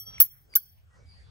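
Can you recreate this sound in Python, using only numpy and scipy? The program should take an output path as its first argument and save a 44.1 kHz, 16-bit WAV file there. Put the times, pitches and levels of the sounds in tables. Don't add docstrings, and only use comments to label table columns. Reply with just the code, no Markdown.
import sys
import numpy as np
from scipy import signal
from scipy.fft import rfft, irfft
from scipy.io import wavfile

SR = 44100
rng = np.random.default_rng(int(sys.argv[2]) if len(sys.argv) > 2 else 0)


def output_pcm(signal):
    pcm = np.clip(np.atleast_2d(signal).T, -1, 1) * 32767
    wavfile.write(sys.argv[1], SR, np.round(pcm).astype(np.int16))


def boost(x):
    u = np.asarray(x, float) / 20
    return 10 ** u


N = 57330

# start_level_db, t60_s
FREE_RING = [(-68.5, 2), (-51.5, .8), (-54, .8), (-45, 0.87), (-39, 0.33), (-47, 0.17), (-48, 0.13),
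             (-31.5, 0.17), (-53.5, .2), (-70.5, 0.26), (-66.5, .25), (-37, 0.078), (-52.5, .2), (-53, .15)]
FREE_RING_HZ = [1302, 3245, 3259, 5651, 5665, 8493, 8514, 11785, 11814, 11330, 12450, 15540, 15684, 7887]
FREE_RING_BEAT_S = [0, .012, .012, .012, .012, .024, .024, 0, 0, 0, 0, 0, 0, 0]
# frequency_hz, density_db (per Hz)
STREET_SPECTRUM = [(15, -36), (25, -8.5), (96, -1.5), (208, -23), (298, -36), (407, -20.5), (718, -28.5),
                   (2300, -29.5), (12000, -55.5), (15600, -90), (22000, -120)]
# frequency_hz, correlation
STREET_LIKENESS = [(40, 1), (150, 0.064), (400, 0.094), (1000, .1), (2500, -0.34), (6000, 1)]
# pitch_hz, level_db, start_s, length_s
MACHINE_HUMS = [(1920, -64, .9, .07), (1920, -73, 1.14, .09), (2265, -73, .98, .17), (1530, -78, 1.08, .15),
                (3440, -76, 1.23, .08)]
# time_s, bass_level_db
ENGINE_LEVEL = [(0, -2), (0.152, 0), (.3, -1), (0.699, -5.5), (.9, 2.5), (1.05, 6), (1.3, 1.5)]
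# time_s, gain_db
BACKGROUND_GAIN = [(0, -9), (.06, -6), (.07, 1.5), (.21, 6), (.28, -17.5), (.48, -5), (.56, 3.5),
                   (.61, -10.5), (.93, -10), (.96, -1.5), (1.3, -1.5)]
# start_s, level_db
BIRD_CHIRPS = [(-.07, -59), (.49, -53.5), (1.052, -58.5)]
# start_s, crack_db, crack_t60_s, knock_hz, knock_db
CLATTER_HITS = [(0.1454, -65, .03, 2300, -48.5), (0.1817, -47.5, .02, 2200, -33.5),
                (0.1955, -48.5, 0.073, 7620, -62.5), (0.2009, -20.5, .06, 1100, -42),
                (0.2052, -37, .08, 1319, -38), (0.2143, -35, 0.12, 2100, -42),
                (.498, -93, .02, 2300, -85.5), (.538, -50, 0.022, 2200, -35.5),
                (0.553, -52, 0.0532, 6845, -56.5), (0.5529, -23, 0.051, 1000, -50),
                (0.556, -49.5, .06, 2000, -66.5), (.567, -38.5, .06, 1529, -32)]
# frequency_hz, density_db (per Hz)
CRACK_SPECTRUM = [(100, 0), (400, -8), (1300, -7.3), (3000, -4), (7600, -2.5), (9200, 0), (13000, 0.5),
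                  (16500, -17), (18000, -53)]
# start_s, low_modes_db, mode_8khz_db, mode_12khz_db, mode_15khz_db
HAMMER_CONTACTS = [
    (.2016, -34, -21, -16, -9),
    (.2045, -31, -19, -12, -12),
    (.2155, -36, -22, -13, -10),
    (.5549, -37, -25, -17, -12),
    (.558, -32, -19, -11, -15),
    (.571, -46, -28, -25, -40),
]
# first_blow_hz, second_blow_hz, partner_hz
MODE_HZ = [(1317, 1337, 1290), (3235, 3270, 3300), (5664, 5668, 5716), (8505, 8494, 8540),
           (11782, 11812, 11860), (15553, 15540, 15680)]
# choked_t60_s, rise_s, level_db (within its group), partner_db
MODE_CHOKED = [(.07, 0.0026, -16.5, -26), (0.018, .002, -2.5, -11), (.06, .002, 3, -9.5),
               (0.035, 0.0022, 2, -13.5), (0.082, 0.00067, 1, -8), (0.043, 0.00042, 3, -15)]
# (0 low, 1 8 kHz, 2 12 kHz, 3 15 kHz)
MODE_GROUP = [0, 0, 0, 1, 2, 3]
MODE_RESIDUE_DB = [-34, -30, -32, -34, -43, -46]
MODE_RESIDUE_T60_S = [.4, .6, .6, .5, .4, .33]
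# start_s, level_db
HANDLEBAR_THUDS = [
    (0.207, -40.5),
    (0.554, -45),
]
# frequency_hz, phase_rad
PORT_LAG = [(100, 0.), (1000, -1.1), (3250, -2.5), (5665, -1.6), (7200, 1.1), (8500, 2.85), (11800, 7.35),
            (15550, 12.25)]


def t_s():
    return np.arange(N) / SR


def rms_one(x):
    return x / np.sqrt(np.mean(x ** 2) + 1e-20)


def at_hz(points, hz):
    table_hz, value = np.transpose(points)
    return np.interp(np.log(np.maximum(hz, 1)), np.log(table_hz), value)


def decay(start_s, t60_s, rise_s):
    since = np.maximum(t_s() - start_s, 0)
    rise = 1 - np.exp(-since / max(rise_s, 1e-4))
    return rise * boost(-60 * since / t60_s)


def tone(hz):
    return np.sqrt(2) * np.sin(2 * np.pi * (hz * t_s() + rng.random()))


def coloured(spectrum):
    shape = boost(at_hz(spectrum, np.fft.rfftfreq(N, 1 / SR)))
    return rms_one(irfft(rfft(rng.standard_normal(N)) * shape, N))


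def echoes(x, t60_s, rise_s):
    response = rng.standard_normal(N) * decay(0, t60_s, rise_s)
    response = response / np.sqrt(np.sum(response ** 2))
    return signal.fftconvolve(x, response)[:len(x)]


def drift(rate_hz):
    knots = rng.standard_normal(int(N / SR * rate_hz) + 3)
    return np.interp(t_s() * rate_hz, np.arange(len(knots)), knots)


def butter(x, hz, kind):
    return signal.sosfilt(signal.butter(2, hz, kind, fs=SR, output="sos"), x)


def ports(x):
    lag_hz, lag_rad = np.transpose(PORT_LAG)
    half_turn = np.exp(.5j * np.interp(np.fft.rfftfreq(2 * N, 1 / SR), lag_hz, lag_rad))
    spectrum = rfft(x, 2 * N)
    left, right = irfft(spectrum / half_turn), irfft(spectrum * half_turn)
    return np.array([left[:N], right[:N]])


def free_ring():
    choke_s, choked_t60_s = .2, .055
    ring = np.zeros(N)
    for hz, beat_s, (db, t60_s) in zip(FREE_RING_HZ, FREE_RING_BEAT_S, FREE_RING):
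        partial = np.sqrt(2) * np.cos(2 * np.pi * hz * (t_s() - beat_s))
        ring += boost(db - 60 * t_s() / t60_s) * partial
    return ring * boost(-60 * np.maximum(t_s() - choke_s, 0) / choked_t60_s)


def machine_hums():
    out = np.zeros((2, N))
    for hz, db, start_s, length_s in MACHINE_HUMS:
        swell = np.clip(3 - 6 * abs((t_s() - start_s) / length_s - .5), 0, 1)
        out += boost(db + 1.4 * drift(30.5)) * swell * np.array([tone(hz), tone(hz)])
    return out


def street():
    level_db, patchy_db = -53.5, 5.0
    edges = 25 * 2 ** np.arange(0, 9.1, .5)
    white = rng.standard_normal((2, 2, N + SR))
    out = np.zeros((2, N))
    for k, (low, high) in enumerate(zip(edges, edges[1:])):
        mid, side = butter(white[k % 2], [low, high], "band")[:, SR:]
        hz = np.sqrt(low * high)
        alike = np.clip(at_hz(STREET_LIKENESS, hz), -1, 1)
        band = np.sqrt(1 + alike) * mid + np.sqrt(1 - alike) * side * [[1], [-1]]
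        out += boost(at_hz(STREET_SPECTRUM, hz) + patchy_db * drift(14)) * band
    return boost(level_db) * rms_one(out) + machine_hums()


def bird():
    top_hz, end_hz, length_s, octave_db = 4900, 4200, .055, -17
    trees_t60_s, trees_rise_s, direct_db = .6, .02, -16
    lead = SR // 10
    u = np.linspace(0, 1, int(length_s * SR))
    phase = 2 * np.pi * np.cumsum(top_hz + (end_hz - top_hz) * u ** 2.0) / SR
    call = np.sin(np.pi * u) ** .5 * (np.sin(phase) + boost(octave_db) * np.sin(2 * phase))
    calls = np.zeros(N + lead)
    for start_s, db in BIRD_CHIRPS:
        i = int(start_s * SR) + lead
        calls[i:i + len(u)] += boost(db) * call
    trees = np.array([echoes(calls, trees_t60_s, trees_rise_s) for _ in range(2)])
    return (2 * trees + boost(direct_db) * calls)[:, lead:]


def ducked(x):
    bass_hz, bass_share = 130, 0.33
    gain_db = np.interp(t_s(), *np.transpose(BACKGROUND_GAIN))
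    engine_db = np.interp(t_s(), *np.transpose(ENGINE_LEVEL))
    bass = signal.sosfiltfilt(signal.butter(2, bass_hz, fs=SR, output="sos"), x)
    return bass * boost(bass_share * gain_db + engine_db) + (x - bass) * boost(gain_db)


def clatter():
    grain_db, knock_share = 3, 0.55
    noise = np.array([coloured(CRACK_SPECTRUM), coloured(CRACK_SPECTRUM)])
    noise = noise * boost(grain_db * drift(700))
    power, knock = np.zeros(N), np.zeros(N)
    for start_s, crack_db, t60_s, knock_hz, knock_db in CLATTER_HITS:
        power += (boost(crack_db) * decay(start_s, t60_s, 0.0009)) ** 2
        knock += boost(knock_db) * decay(start_s, knock_share * t60_s, 0.00059) * tone(knock_hz)
    crack, crack_side = noise * np.sqrt(power)
    return crack + knock, butter(crack_side, 900, "high")


def struck_dome():
    second_blow_s, second_choke = .53, .7
    out = np.zeros(N)
    modes = zip(MODE_HZ, MODE_CHOKED, MODE_RESIDUE_DB, MODE_RESIDUE_T60_S, MODE_GROUP)
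    for (hz1, hz2, partner_hz), (t60_s, rise_s, db, partner_db), residue_db, residue_t60_s, group in modes:
        power, residue_power = np.zeros(N), np.zeros(N)
        for start_s, *group_db in HAMMER_CONTACTS:
            blow_db = group_db[group] + db
            choke = second_choke if start_s > second_blow_s else 1
            power += (boost(blow_db) * decay(start_s, t60_s * choke, rise_s)) ** 2
            residue_power += (boost(blow_db + residue_db) * decay(start_s, residue_t60_s, .01)) ** 2
        main = np.where(t_s() > second_blow_s, tone(hz2), tone(hz1))
        residue = (.7 + .6 * drift(70)) * tone(hz1) + .6 * drift(70) * tone(hz1)
        out += np.sqrt(power) * (main + boost(partner_db) * tone(partner_hz))
        out += np.sqrt(residue_power) * residue
    return out


def thump():
    hz, t60_s, rise_s = 80, .09, .004
    out = np.zeros(N)
    for start_s, db in HANDLEBAR_THUDS:
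        out += boost(db) * decay(start_s, t60_s, rise_s) * np.sin(2 * np.pi * hz * (t_s() - start_s))
    return out


def scene():
    yard_db, yard_t60_s, yard_side = -30, .4, .5
    background = ducked(ports(free_ring()) + bird() + street())
    crack, crack_side = clatter()
    bell = struck_dome() + crack
    near = ports(bell + boost(yard_db) * echoes(bell, yard_t60_s, .01))
    side = 1.2 * crack_side + boost(yard_db) * yard_side * echoes(bell, yard_t60_s, 0.0033)
    return near + side * [[1], [-1]] + thump() + background


def roll_off(x):
    return signal.sosfilt(signal.butter(12, 17480, fs=SR, output="sos"), x)


def record(dry):
    low_cut_hz, top_hz = 50, 16600
    x = butter(np.clip(dry, -1, 1), low_cut_hz, "high")
    top_cut = signal.cheby2(10, 60, min(top_hz * 1.05, .45 * SR), fs=SR, output="sos")
    return roll_off(signal.sosfilt(top_cut, x))


dry = scene()
out = record(dry)
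output_pcm(out)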